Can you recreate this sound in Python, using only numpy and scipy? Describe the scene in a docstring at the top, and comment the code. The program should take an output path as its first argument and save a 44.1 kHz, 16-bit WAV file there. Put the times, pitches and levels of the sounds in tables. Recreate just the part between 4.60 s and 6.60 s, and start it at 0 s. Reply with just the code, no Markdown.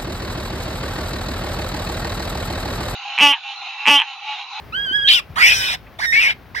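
"""Over a low outdoor rumble and small handling bumps, a young rabbit held close to a phone screams four times.
First its vocal folds give a rising squeal, and under strain a second, higher vibration breaks in.
The next cry creaks and shrieks at once, fluttering and chaotic, then fades into air rasping in the throat.
The third is a pressed squeal that gives way to the shriek; the last is only a short, creaking squeal.
After each cry the trees return a faint tail."""
import sys
import numpy as np
from scipy import signal
from scipy.fft import rfft, irfft
from scipy.io import wavfile
from scipy.ndimage import uniform_filter1d, minimum_filter1d, map_coordinates

SR = 44100
rng = np.random.default_rng(int(sys.argv[2]) if len(sys.argv) > 2 else 0)


def bounce(signal):
    """Save signal as a 16-bit WAV file at the path given by the first command-line argument."""
    frames = np.transpose(np.atleast_2d(signal))
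    limited = np.clip(frames, -1, 1)
    pcm = np.round(limited * 32767).astype(np.int16)
    wavfile.write(sys.argv[1], SR, pcm)


N = 88200
TIME = np.arange(N) / SR


def undb(db):
    """Amplitude ratio of a level in decibels."""
    return 10 ** (np.asarray(db) / 20)


def unit(x):
    """Normalisation to rms 1."""
    return x / np.sqrt(np.mean(x ** 2))


def gains(spectrum):
    """Magnitude response, interpolated over log frequency."""
    hz, db = np.array(spectrum, float).T
    return undb(np.interp(np.log(np.arange(N // 2 + 1) * SR / N + 1), np.log(hz), db))


def colour(x, spectrum):
    """Zero-phase filtering by a product of spectra."""
    return irfft(rfft(x) * gains(spectrum), N)


def phase_of(hz):
    """Phase is the time integral of frequency."""
    return 2 * np.pi * np.cumsum(hz) / SR


def resonate(hz, width_hz):
    """A resonance driven by noise: a steep band whose centre may move."""
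    skirt = signal.butter(4, width_hz / 2, fs=SR, output="sos")
    ring = signal.sosfilt(skirt, rng.standard_normal(N) + 1j * rng.standard_normal(N))
    return unit(np.real(ring * np.exp(1j * phase_of(hz * np.ones(N)))))


def wander(rate_hz):
    """Random modulation: low-pass noise of rms 1."""
    return unit(signal.sosfilt(signal.butter(2, rate_hz, fs=SR, output="sos"), rng.standard_normal(N)))


def controls(table, edge_s=0.00461):
    """Linear interpolation: a gate over the table's span, then each column as a curve."""
    times, *columns = np.array(table, float).T
    gate = np.clip(np.minimum(TIME - times[0], times[-1] - TIME) / edge_s + 1, 0, 1)
    return [gate] + [np.interp(TIME, times, column) for column in columns]


def delayed(x, ms):
    """Propagation delay, which may vary in time."""
    return map_coordinates(x, [np.arange(N) - ms * SR / 1000])


# spectrum of the ambient noise (frequency [Hz], gain [dB])
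AMBIENT_SPECTRUM = [(25, -53), (45, -0.5), (87, -3), (300, -14), (750, -16.5), (2110, -22.5), (5430, -36.5),
                    (7920, -51), (16000, -37)]
# its envelope (time [s], level [dB])
AMBIENT_ENVELOPE = [(0, -41.5), (.4, -40.5), (.63, -45), (.9, -36.5), (1.2, -44)]
def rumble(side_db=-9):
    """Partly coherent ambient noise: one part in phase at both microphones, one in antiphase."""
    mid, side = (unit(colour(rng.standard_normal(N), AMBIENT_SPECTRUM)) for _ in range(2))
    _, db = controls(AMBIENT_ENVELOPE)
    return undb(db) * (mid + undb(side_db) * side * np.array([[1], [-1]]))


# bumps and rustles (time [s], centre frequency [Hz], level [dB], decay time [s])
HANDLING_BUMPS = [(0.31, 233, -35.5, 0.0038), (0.693, 94, -32.5, 0.018), (0.944, 83, -34, 0.02),
                  (1.265, 1855, -45, 0.0069)]
def handling():
    """Damped transients: each touch excites a noise band that swells and decays exponentially."""
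    bumps = 0
    for start, hz, db, decay in HANDLING_BUMPS:
        age = np.maximum(TIME - start, 0) / decay
        bumps = bumps + undb(db) * age * np.exp(1 - age) * resonate(hz, width_hz=hz)
    return bumps


def reflections(x, db, t60_s):
    """Diffuse reflection: convolution with decaying noise, independent on each side."""
    t = TIME[:N // 4]
    response = rng.standard_normal((2, len(t))) * undb(-60 * t / t60_s) * (t > .001)
    response /= np.sqrt(np.sum(response ** 2, axis=1, keepdims=True))
    return undb(db) * signal.fftconvolve(x[None], response, axes=1)[:, :N]


def arm_echo(x, db=-7, delay_ms=1.121, sway_ms=0.31, sway_hz=3.7):
    """Reflection off the moving arm; added to the direct sound it forms a shifting comb filter."""
    sway = np.sin(2 * np.pi * (sway_hz * TIME + rng.random()))
    return undb(db) * delayed(x, delay_ms + sway_ms * sway)


# treble scattered by fur and hands (frequency [Hz], gain [dB])
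FUR_SPECTRUM = [(2500, -24), (5000, -4), (12000, -4)]
# balance of the voice between the microphones (frequency [Hz], left minus right level [dB])
STEREO_BALANCE = [(500, 15.5), (1100, -15), (1650, -9.5), (1870, -21), (2200, 1), (2600, 4), (3400, -2),
                  (5500, 2), (7000, 14.5), (8500, 17.5), (14000, 15)]
def near_paths(voice, right_late_ms=0.327):
    """Interference of direct, reflected and scattered sound, which reaches the left microphone first."""
    near = np.array([x + arm_echo(x) for x in (voice, delayed(voice, right_late_ms))])
    near = near + reflections(colour(voice, FUR_SPECTRUM), db=2, t60_s=0.022)
    ratio = gains(STEREO_BALANCE)
    equal_power_pan = np.array([ratio, np.ones_like(ratio)]) * np.sqrt(2 / (1 + ratio ** 2))
    return irfft(rfft(near) * equal_power_pan, N)


def jaw(start, end, shut=.32, open_s=.04, sag=0.078, close_s=0.031, quiver=.028):
    """Formant scaling: resonances start low, rise as the quivering jaw opens and sink as it closes."""
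    opening = shut * np.exp(-np.maximum(TIME - start, 0) / open_s)
    closing = sag * np.exp(-np.maximum(end - TIME, 0) / close_s)
    return 1 - opening - closing + quiver * wander(rate_hz=14)


# resonances of the throat (frequency [Hz], bandwidth [Hz], relative level [dB])
THROAT_FORMANTS = [(838, 670, -11.5), (1864, 525, -3), (2447, 170, -3.5), (3575, 1170, 1)]
# spectrum of the mouth's hiss (frequency [Hz], gain [dB])
HISS_SPECTRUM = [(200, -24.5), (900, -4), (4300, -1.5), (5350, 15), (6500, -4), (8600, -2), (10500, -10),
                 (12500, -3.5), (16000, -10.5)]
# airflow noise, one table per cry (time [s], relative rasp level [dB], relative hiss level [dB])
BREATHS = [
    [(.47, -39, -48), (.49, -22, -37.5), (.53, -42, -31.5), (.56, -26, -36), (.597, -21.5, -41)],
    [(.76, -23, -47), (.79, -31, -37), (.86, -23, -28), (.92, -15, -34), (.98, -18.5, -34),
     (1.06, -14, -38.5), (1.146, -16, -40), (1.158, -25, -58)],
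    [(1.39, -60, -46.5), (1.45, -35, -51), (1.475, -43, -68), (1.515, -44, -56), (1.53, -23.5, -43.5),
     (1.595, -21.5, -44), (1.64, -21.5, -38.5), (1.705, -18, -47.5), (1.728, -28.5, -55)],
    [(1.95, -29.5, -59), (2.0, -36, -66)],
]
def air(table, rasp_gain_db=-9, hiss_gain_db=8):
    """Source and filter: turbulence excites throat and mouth, whose resonances follow the jaw."""
    gate, rasp_db, hiss_db = controls(table)
    tuning = jaw(start=table[0][0], end=table[-1][0])
    rasp = unit(sum(undb(db) * resonate(hz * tuning, width) for hz, width, db in THROAT_FORMANTS))
    hiss = unit(colour(rng.standard_normal(N), HISS_SPECTRUM))
    hiss = map_coordinates(hiss, [np.cumsum(tuning)], mode="wrap")  # resampling scales the spectrum
    return gate * (undb(rasp_db + rasp_gain_db) * rasp + undb(hiss_db + hiss_gain_db) * hiss)


# response of the open and of the pressed throat (frequency [Hz], gain [dB])
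OPEN_THROAT = [(700, -2.5), (1650, -3), (2300, -8), (3300, -2), (4900, -28.5), (6500, -41.5), (8200, -42),
               (10000, -48)]
PRESSED_THROAT = [(900, 1), (1400, -5), (2150, 5), (2800, -20.5), (3700, -14), (4600, -12), (5550, -14.5),
                  (6500, -32), (15000, -35.5)]
# main vibration of each cry (time [s], pitch [Hz], source level [dB], roughness [0-1])
FIRST_SQUEAL = [(0.126, 1253, -32.5, 0.01), (.15, 1500, -25, 0.13), (0.181, 1609, -23.5, 0.11),
                (0.239, 1657, -24, 0.11), (0.273, 1562, -23, 0), (0.307, 1505, -24, 0.13),
                (.356, 1693, -16, 0.1), (.405, 1627, -20.5, 0.1), (0.437, 1667, -19.5, 0.01),
                (.452, 1588, -23.5, 0.1), (0.477, 1636, -25, 0.1), (0.49, 1800, -19, 0.03),
                (0.512, 1596, -35.5, 0.54), (0.588, 1400, -30.5, 0.2), (.602, 1139, -29, 0.2)]
SECOND_SQUEAL = [(0.763, 940, -35.5, 0.58), (.79, 1176, -24.5, 0.85), (.855, 1720, -17.5, 0.26),
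                 (0.903, 1800, -45, 0.36), (0.939, 1600, -26, 0.16), (.98, 1537, -29.5, 0.173),
                 (1.051, 1500, -27, 0.13), (1.095, 1490, -35, 0.2), (1.136, 1300, -38, 0.26),
                 (1.138, 800, -37.5, 0.18), (1.158, 700, -41.5, 0.24)]
THIRD_SQUEAL = [(1.391, 618, -36.5, 0.73), (1.412, 1516, -23.5, 0.51), (1.434, 1850, -21.5, .9),
                (1.456, 1946, -18, 0.833), (1.463, 1855, -18.5, 0.048), (1.505, 1841, -18.5, 0.041),
                (1.523, 1867, -19, 0.023)]
FOURTH_SQUEAL = [(1.950, 1000, -32, .1), (1.958, 1540, -26.5, .1), (1.969, 1852, -25, 0.56),
                 (2.0, 1931, -28.5, 0.964)]
def squeal(table, throat, creak_hz, creak_swing=.3, jitter=0.0599, shimmer=0.15):
    """Harmonic vibration of the vocal folds, creaking when rough. Returns sound and phase."""
    gate, hz, db, rough = controls(table)
    # in a creak the pitch climbs and slips back
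    creak = signal.sawtooth(phase_of(creak_hz * (1 + .2 * wander(rate_hz=creak_hz))))
    waver = .002 * wander(rate_hz=112)
    rough_bend = rough * (creak_swing * rough * creak + jitter * wander(rate_hz=569))
    phase = phase_of(hz * (1 + waver + rough_bend))
    tone = np.sqrt(2) * colour(sum(np.sin(k * phase) for k in range(1, 9)), throat)
    spread = shimmer * rough
    flicker = np.exp(spread * wander(rate_hz=390) - spread ** 2)
    return gate * undb(db) * tone * flicker, phase


# filter that colours the shriek (frequency [Hz], gain [dB])
SHRIEK_SPECTRUM = [(300, -14), (900, 0.5), (1400, -1.5), (1800, 2.5), (2400, 2), (3600, 2.5), (4600, 9.5),
                   (7000, -10.5)]
# higher vibration (time [s], pitch [Hz], source level [dB], roughness [0-1], flutter rate [Hz])
FIRST_SHRIEK = [(.45, 3150, -26, 0, 600), (.472, 3260, -18, .02, 600), (.485, 3400, -12, .55, 380),
                (.503, 3060, -12.5, .55, 770), (.526, 3070, -13.5, .65, 770), (.545, 3170, -13, .55, 300),
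                (.565, 2960, -18, .2, 450), (.586, 2760, -21, .14, 700), (.6, 2350, -25, .08, 900)]
SECOND_SHRIEK = [(.765, 1120, -24, .5, 500), (.782, 1427, -17, .6, 500), (.8, 1867, -17, .35, 440),
                 (.83, 2190, -9, .7, 325), (.851, 2300, -7, .55, 340), (.885, 2480, -11.5, .45, 500),
                 (.924, 2570, -13, .45, 740), (.943, 2511, -20, .2, 850), (.99, 2397, -36.5, .5, 850),
                 (1.043, 2540, -26, .35, 900), (1.101, 2500, -28, .6, 900), (1.152, 2339, -31, .9, 800)]
THIRD_SHRIEK = [(1.525, 2030, -17, .3, 170), (1.537, 2150, -14, .1, 420), (1.55, 2160, -13.5, .1, 420),
                (1.558, 2190, -14.5, .6, 260), (1.569, 2230, -14, .13, 450), (1.593, 2290, -14, .18, 480),
                (1.605, 2250, -16, .8, 420), (1.625, 2430, -16.5, 1, 400), (1.655, 2350, -18.5, .9, 350),
                (1.675, 2170, -16, .25, 480), (1.689, 2400, -17, .12, 780), (1.71, 2200, -21, .8, 600),
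                (1.732, 2200, -39, .45, 300)]
def shriek(table, squeal_phase, jitter=0.1104, shimmer=0.23, octave_db=-30.5, hum_db=-29.5,
           flutter_onset=.12, flutter_depth=0.45, flutter_swing_rad=0.41):
    """Biphonation: a second, higher vibration, modulated in amplitude and phase under strain."""
    gate, hz, db, rough, flutter_hz = controls(table)
    flutter_phase = phase_of(flutter_hz * (1 + .36 * rough * wander(rate_hz=263)))
    strain = np.tanh(rough / flutter_onset)
    flutter = strain * np.sin(flutter_phase)
    phase = phase_of(hz * (1 + jitter * rough * wander(rate_hz=620))) - flutter_swing_rad * flutter
    phase += (2 * squeal_phase - phase)[np.argmax(gate)]  # sets out in step with the squeal's octave
    amplitude = np.exp(flutter_depth * (1 + rough) * flutter)
    amplitude *= 1 + shimmer * rough * wander(rate_hz=790)
    tone = np.tanh(amplitude / 2) * (np.sin(phase) + undb(octave_db) * np.sin(2 * phase))
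    hum = undb(hum_db) * (np.sin(flutter_phase) + np.sin(2 * flutter_phase))
    return gate * undb(db) * (colour(unit(tone), SHRIEK_SPECTRUM) + hum)


def cry(squeal_table, throat, breath, shriek_table=None, *, creak_hz):
    """Superposition of squeal, turbulent air and, if given, a shriek."""
    tone, phase = squeal(squeal_table, throat, creak_hz)
    return tone + air(breath) + (shriek(shriek_table, phase) if shriek_table else 0)


def scene(lean_db=2.5):
    """Multipath propagation: four cries arrive directly and off trees, over a left-leaning background."""
    voice = (cry(FIRST_SQUEAL, OPEN_THROAT, BREATHS[0], FIRST_SHRIEK, creak_hz=420)
             + cry(SECOND_SQUEAL, OPEN_THROAT, BREATHS[1], SECOND_SHRIEK, creak_hz=380)
             + cry(THIRD_SQUEAL, PRESSED_THROAT, BREATHS[2], THIRD_SHRIEK, creak_hz=200)
             + cry(FOURTH_SQUEAL, PRESSED_THROAT, BREATHS[3], creak_hz=100))
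    near = near_paths(voice)
    trees = reflections(voice, db=-14, t60_s=0.14)
    background = (rumble() + handling()) * undb([[lean_db / 2], [-lean_db / 2]])
    return background + trees + near


def record(dry, low_hz=34, top_hz=16300, ceiling=.98):
    """Band and peak limiting: the phone drops the deepest rumble, holds down peaks and cuts the top."""
    dry = signal.sosfilt(signal.butter(4, low_hz, "high", fs=SR, output="sos"), dry)
    headroom = ceiling / np.maximum(np.abs(dry).max(axis=0), ceiling)
    gain = uniform_filter1d(minimum_filter1d(headroom, size=129), size=129)
    return signal.sosfilt(signal.ellip(10, .1, 80, top_hz, fs=SR, output="sos"), dry * gain)


dry = scene()
out = record(dry)
bounce(out)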